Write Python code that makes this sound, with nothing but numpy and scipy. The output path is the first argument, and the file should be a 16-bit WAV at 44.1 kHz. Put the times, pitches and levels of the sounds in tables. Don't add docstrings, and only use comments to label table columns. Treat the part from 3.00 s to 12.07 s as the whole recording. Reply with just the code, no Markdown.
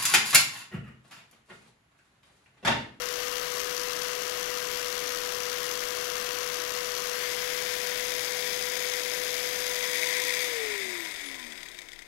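import sys
import numpy as np
from scipy import signal
from scipy.fft import rfft, irfft, next_fast_len
from scipy.io import wavfile
from scipy.ndimage import map_coordinates

SR = 44100
rng = np.random.default_rng(int(sys.argv[2]) if len(sys.argv) > 2 else 0)


def int16_out(signal):
    q = np.round(np.clip(np.atleast_2d(signal).T, -1, 1) * 32767)
    wavfile.write(sys.argv[1], SR, q.astype(np.int16))


N = 399987
T = np.arange(N) / SR

# (time [s], speed [turns/s])
SPEED = [(0.1, 491.2), (1.61, 492.2), (1.85, 491.2), (4.4, 491.2), (4.46, 493.3), (7.35, 494.4)]
# (multiple of rotor speed [1], level [dB])
DRIVEN = [(8.49, -60), (12, -60), (13, -60), (15.55, -66), (21.38, -66), (24.6, -66)]
# (multiple of spindle speed [1], level [dB])
SPINDLE = [(1, -63.5), (2, -66.5), (4, -58), (5, -62), (6, -60.5), (7, -62.5)]
# (multiple of rotor speed [1], level [dB])
ROTOR = [(2, -56), (3, -54), (4, -57)]
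# (frequency [Hz], level [dB])
BODY = [(90, -21), (160, -7), (200, -28), (270, -5.5), (360, 4), (460, -14), (640, -4), (800, -6),
        (1100, -1)]
# (frequency [Hz], level [dB])
SWAY = [(150, -18), (215, -12), (240, 0.5), (256, -6.5), (277, 1.5), (302, -17), (335, 1.5), (390, 2),
        (445, 5.5), (490, 0)]
# (frequency [Hz], half width [Hz], level [dB])
WHINE_PEAKS = [(8680, 270, 9), (10220, 240, 18), (12300, 440, 10), (14600, 600, 3)]
# (frequency [Hz], level per hertz [dB])
RUSH = [(600, -30.5), (900, -15), (1100, -8), (1500, 2), (2100, 2), (2550, -2), (3200, 0.5), (4000, -1),
        (6300, -4.5), (7300, -10.5), (8800, -16), (11000, -7), (12800, -12), (15600, -10.5)]
# (frequency [Hz], level per hertz [dB])
RATTLE = [(600, -12), (1200, -20), (2500, -4.5), (4000, 3.5), (5000, 2), (6100, 4.5), (7500, -6),
          (9300, -9.5), (12000, -4.5), (15600, -15)]
# (frequency [Hz], level per hertz [dB])
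DRAUGHT = [(60, -7.5), (150, -6), (300, -2.5), (430, 3), (550, 0), (720, 1), (860, -7.5), (1300, -20.5)]
# (frequency [Hz], level [dB])
SLOW_FAN = [(1000, 4), (3500, -4), (6000, -6), (9000, -1), (11000, -35), (12200, -11), (15000, -19)]
# (frequency [Hz], width [Hz], level [dB])
VENTS = [(1084, 90, 3.5), (1212, 150, 3.5), (2730, 110, -2), (5600, 360, -7)]
# (frequency [Hz], width [Hz], level [dB])
GUARD = [(1956, 300, 13), (2160, 190, 3.5), (3550, 610, -1), (5200, 310, -19), (8300, 120, -10)]
# (speed [turns/s], half width [turns/s], level [dB])
GUARD_SWELL = [(383, 100, 3)]
# (frequency [Hz], width [Hz], level [dB])
DISC = [(990, 28, 0)]
# (time [s], peak level [dB])
CLACKS = [(8.0511, -31), (8.1104, -27.5), (8.16, -30), (8.212, -29.5), (8.259, -29), (8.313, -31),
          (8.3539, -37), (8.3958, -32), (8.4662, -33), (8.521, -31.5), (8.5766, -32), (8.63, -30),
          (8.6852, -33), (8.744, -34.5), (8.7877, -29.5), (8.8857, -33.5), (8.9316, -34.5), (8.99, -33)]
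# (frequency [Hz], level per hertz [dB])
CLACK = [(600, -10), (1500, -6), (3600, 6), (5300, -3), (7500, -3.5), (12000, -24), (15600, -26)]
# (frequency [Hz], half width [Hz], level [dB])
HOUSING = [(3910, 450, -3), (7200, 220, 2.5), (9000, 250, 1.5), (9400, 280, 2.5), (9560, 150, -3.5),
           (11130, 200, 0), (12050, 140, 3.5), (12850, 160, 2.5), (14500, 280, -6), (15300, 500, -8)]
# (move start [s], move length [s], rush [dB], draught [dB], vents [dB], guard [dB], disc [dB],
#  rattle over the rush [dB], bench echo delay [ms], echo strength [0-1])
POSES = [(0, .1, -39, -52.5, -44, -67, -65, -1.5, .92, 0),
         (4.06, 0.15, -38, -52, -43.5, -48.5, -65, -8, 0.75, 0.37),
         (4.2, 0.14, -37.5, -52.5, -49, -52, -65, -6, .68, 0.2),
         (4.45, 0.99, -37, -51.5, -63, -48.5, -66, -3.5, 0.69, 0.4),
         (6.627, 0.34, -38.5, -53, -69, -37, -54.5, -3, 0.7, 0.45)]
# (frequency [Hz], level [dB])
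BENCH = [(500, -11), (1100, -4), (5800, -1.5), (7300, 1.0), (10200, 2.0), (15000, -26)]
# (frequency [Hz], time to decay by 60 dB [s])
GARAGE = [(200, 0.22), (2000, 0.45), (12000, 0.12)]
# (frequency [Hz], level per hertz [dB])
FLOOR = [(12, -30), (20, 3), (43, -9), (118, -20), (184, -16), (300, -30), (390, -47), (660, -120)]

OFF_S = 7.475
TOP_HZ = 15780
GEAR_RATIO = 13 / 40
FRICTION, DRAG_SPEED = 141.8, 400
RUSH_FALL_DB, DRAUGHT_FALL_DB, RING_FALL_DB, RATTLE_FALL_DB, TONE_FALL_DB = 10.5, 8.5, 12, 2, 13.5
TREBLE_HZ, TREBLE_FALL_DB = 6000, 1
LULL_RATTLE_DB, LULL_RING_DB, LULL_S = 17, 6, 0.19
HUM_DB, ROCKING_DB, WHINE_DB = -41.5, 2.5, -57
WHINE_ORDER, LOW_WHINE_ORDER = 36.8, 24.5
REBOUND_S, REBOUND_SCATTER_S, REBOUND_LOSS_DB = 0.032, 0.0028, 3.5


def amp(db):
    return 10 ** (np.asarray(db) / 20)


def unit(x):
    return x / np.sqrt(np.mean(x ** 2) + 1e-20)


def along(points, hz):
    f, v = np.transpose(points)
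    return np.interp(np.log(hz + 1), np.log(f + 1), v)


def bumps(peaks, x):
    return sum(db * np.exp(-((x - centre) / width) ** 2) for centre, width, db in peaks)


def wobble(rate):
    return map_coordinates(rng.standard_normal(int(N * rate / SR) + 4), [T * rate])


def noise():
    return rng.standard_normal(N)


def filtered(x, response):
    size = next_fast_len(N + SR // 2)
    return irfft(rfft(x, size) * response(np.fft.rfftfreq(size, 1 / SR)), size)[:N]


def coloured(x, spectrum):
    return filtered(x, lambda hz: unit(amp(along(spectrum, hz))))


def rung(x, modes):
    def response(f):
        h = sum(amp(db) * 1j * f * w / (c * c - f * f + 1j * f * w) for c, w, db in modes)
        h = h * f ** 4 / (f ** 4 + modes[0][0] ** 4)
        return h / np.sqrt(np.mean(abs(h) ** 2))
    return filtered(x, response)


def bursts(times, sizes, rise, fade):
    starts = np.bincount(np.clip(times * SR, 0, N - 1).astype(int), sizes, N)
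    t = np.arange(SR // 25) / SR
    scuff = (1 - np.exp(-t / rise)) * np.exp(-t / fade)
    return signal.fftconvolve(starts, scuff / scuff.max())[:N]


def rotor_speed():
    driven = np.interp(T, *np.transpose(SPEED))
    coast_s = np.maximum(T - OFF_S, 0)
    return DRAG_SPEED * np.tan(np.arctan(driven / DRAG_SPEED) - coast_s * FRICTION / DRAG_SPEED)


def halvings(speed):
    return np.log2(speed[int(OFF_S * SR)] / speed) * (T > OFF_S)


def pose():
    rows = np.array(POSES)
    values = rows[0, 2:, None]
    for before, after in zip(rows, rows[1:]):
        moved = np.clip((T - after[0]) / after[1], 0, 1)
        values = values + (after - before)[2:, None] * moved
    names = ["rush", "draught", "vents", "guard", "disc", "rattle", "delay", "echo"]
    return dict(zip(names, values))


def tone(turns, blur, rate):
    return np.sqrt(2) * np.sin(2 * np.pi * (turns + rng.random()) + blur * wobble(rate))


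def unbalance(speed, rotor, held):
    hum_db = HUM_DB + along(SWAY, speed) + 0.16 * wobble(12)
    hum = amp(hum_db) * tone(rotor, blur=0.03, rate=30)
    rocking_db = held["disc"] + ROCKING_DB + along(SWAY, 2 * GEAR_RATIO * speed)
    rocking = amp(rocking_db) * tone(2 * GEAR_RATIO * rotor, blur=0.16, rate=17)
    return hum + rocking


def coasting_whine(speed, rotor):
    high = tone(WHINE_ORDER * rotor, blur=0.8, rate=110)
    low = amp(-6) * tone(LOW_WHINE_ORDER * rotor, blur=1.2, rate=110)
    level_db = WHINE_DB + bumps(WHINE_PEAKS, WHINE_ORDER * speed) + 1.6 * wobble(30)
    return amp(level_db) * (high + low)


def shaft_shaking(speed, rotor):
    shake = 0
    for order, db in SPINDLE:
        turns = order * GEAR_RATIO
        level_db = db + along(BODY, turns * speed) + 2.3 * wobble(8)
        shake = shake + amp(level_db) * tone(turns * rotor, blur=0.58, rate=15)
    return shake * speed / speed.max()


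def singing_disc(speed, rotor):
    disc_hz, width_hz, _ = DISC[0]
    return sum(amp(db) / (1 + ((k * speed - disc_hz) / width_hz) ** 2) * tone(k * rotor, blur=0.43, rate=18)
               for k, db in ROTOR)


def driven_tones(rotor):
    return sum(amp(db + 2 * wobble(7.3)) * tone(k * rotor, blur=0.0038 * k * k, rate=30) for k, db in DRIVEN)


def tones(speed, rotor, power, held):
    force = amp(-TONE_FALL_DB * halvings(speed))
    forced = force * (unbalance(speed, rotor, held) + (1 - power) * coasting_whine(speed, rotor))
    return forced + shaft_shaking(speed, rotor) + singing_disc(speed, rotor) + power * driven_tones(rotor)


def backlash(spindle, scatter, size_db):
    draws = rng.standard_normal((900, 4))
    gaps = np.clip(np.round(2.4 + 0.55 * draws[:, 0]), 1, None)
    turns = np.cumsum(gaps) + scatter * draws[:, 1]
    heard = turns < spindle[-1]
    times = np.interp(turns[heard], spindle, T)
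    snap = bursts(times, amp(size_db * draws[heard, 2]), rise=0.00099, fade=0.0021)
    knock = bursts(times, amp(size_db * draws[heard, 3]), rise=0.0004, fade=0.0041)
    return unit(snap), unit(knock)


def slowing_colour(rush, speed):
    slowed = np.clip(6.1 * (1 - speed / speed.max()), 0, 1)
    slow = amp(-1) * filtered(rush, lambda hz: amp(along(SLOW_FAN, hz)))
    rush = (1 - slowed) * rush + slowed * slow
    treble = filtered(rush, lambda hz: hz ** 4 / (hz ** 4 + TREBLE_HZ ** 4))
    return rush + (amp(-TREBLE_FALL_DB * halvings(speed)) - 1) * treble


def fan_and_gears(speed, rotor, power, held):
    slower = halvings(speed)
    lull = (1 - power) * np.exp(-np.maximum(T - OFF_S, 0) / LULL_S)
    rush_db = held["rush"] - RUSH_FALL_DB * slower
    rattle_db = held["rattle"] - RATTLE_FALL_DB * slower - LULL_RATTLE_DB * lull
    ring_db = -RING_FALL_DB * slower - LULL_RING_DB * lull
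    air = 1 + 0.06 * power * np.cos(2 * np.pi * 120 * T) + 0.1 * wobble(200)
    snap, knock = amp(rattle_db) * np.array(backlash(GEAR_RATIO * rotor, scatter=0.14, size_db=1.34))
    balance = 1 / np.sqrt(1 + amp(rattle_db) ** 2)

    fan = amp(rush_db + 3.5) * coloured(air * noise(), RUSH)
    rattle = amp(rush_db + 1.0) * coloured(snap * noise(), RATTLE)
    rush = slowing_colour(fan + rattle, speed)
    guard_db = held["guard"] + ring_db + bumps(GUARD_SWELL, speed) + 2.0
    guard = amp(guard_db) * rung(np.hypot(air, knock) * noise(), GUARD)
    vents = amp(held["vents"] - RUSH_FALL_DB * slower) * rung(noise(), VENTS)
    disc = amp(held["disc"] + ring_db + 3 + 2 * power) * rung(noise(), DISC)
    draught = amp(held["draught"] - DRAUGHT_FALL_DB * slower + 4.0) * coloured(noise(), DRAUGHT)
    return balance * (rush + guard) + vents + disc + draught


def clacks():
    s, db = np.transpose(CLACKS)
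    rebounds = s + REBOUND_S + REBOUND_SCATTER_S * rng.standard_normal(len(s))
    times = np.r_[s, rebounds]
    sizes = amp(np.r_[db, db - REBOUND_LOSS_DB])
    knocks = bursts(times, sizes, rise=0.0006, fade=0.0049) * noise()
    return amp(-12.5) * coloured(knocks, CLACK) + amp(-11.5) * rung(knocks, GUARD)


def housing(x):
    return filtered(x, lambda hz: amp(bumps(HOUSING, hz)))


def bench(x, held):
    short_waves = filtered(x, lambda hz: amp(along(BENCH, hz)))
    late = (T - held["delay"] / 1000) * SR
    echo = held["echo"] * map_coordinates(short_waves, [late])
    return (x - echo) / np.sqrt(1 + held["echo"] ** 2)


def garage(x):
    hz, t, z = signal.stft(rng.standard_normal(SR // 2), SR, nperseg=256)
    decay = amp(-60 * t / along(GARAGE, hz)[:, None])
    tail = signal.istft(z * decay, SR, nperseg=256)[1]
    delayed = np.pad(x, (400, 0))
    return signal.fftconvolve(delayed, tail / np.linalg.norm(tail))[:N]


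def room_rumble():
    return amp(-67.0) * coloured(noise(), FLOOR)


def scene():
    speed, held = rotor_speed(), pose()
    rotor = np.cumsum(speed) / SR
    power = np.clip((OFF_S - T) / 0.03, 0, 1)
    clatter = bench(housing(fan_and_gears(speed, rotor, power, held) + clacks()), held)
    room = amp(-21) * garage(clatter)
    microphone = clatter + room + tones(speed, rotor, power, held) + room_rumble()
    return np.array([2 * microphone, np.zeros(N)])


def record(dry):
    return np.array([filtered(channel, lambda hz: hz < TOP_HZ) for channel in dry])


dry = scene()
out = record(dry)
int16_out(out)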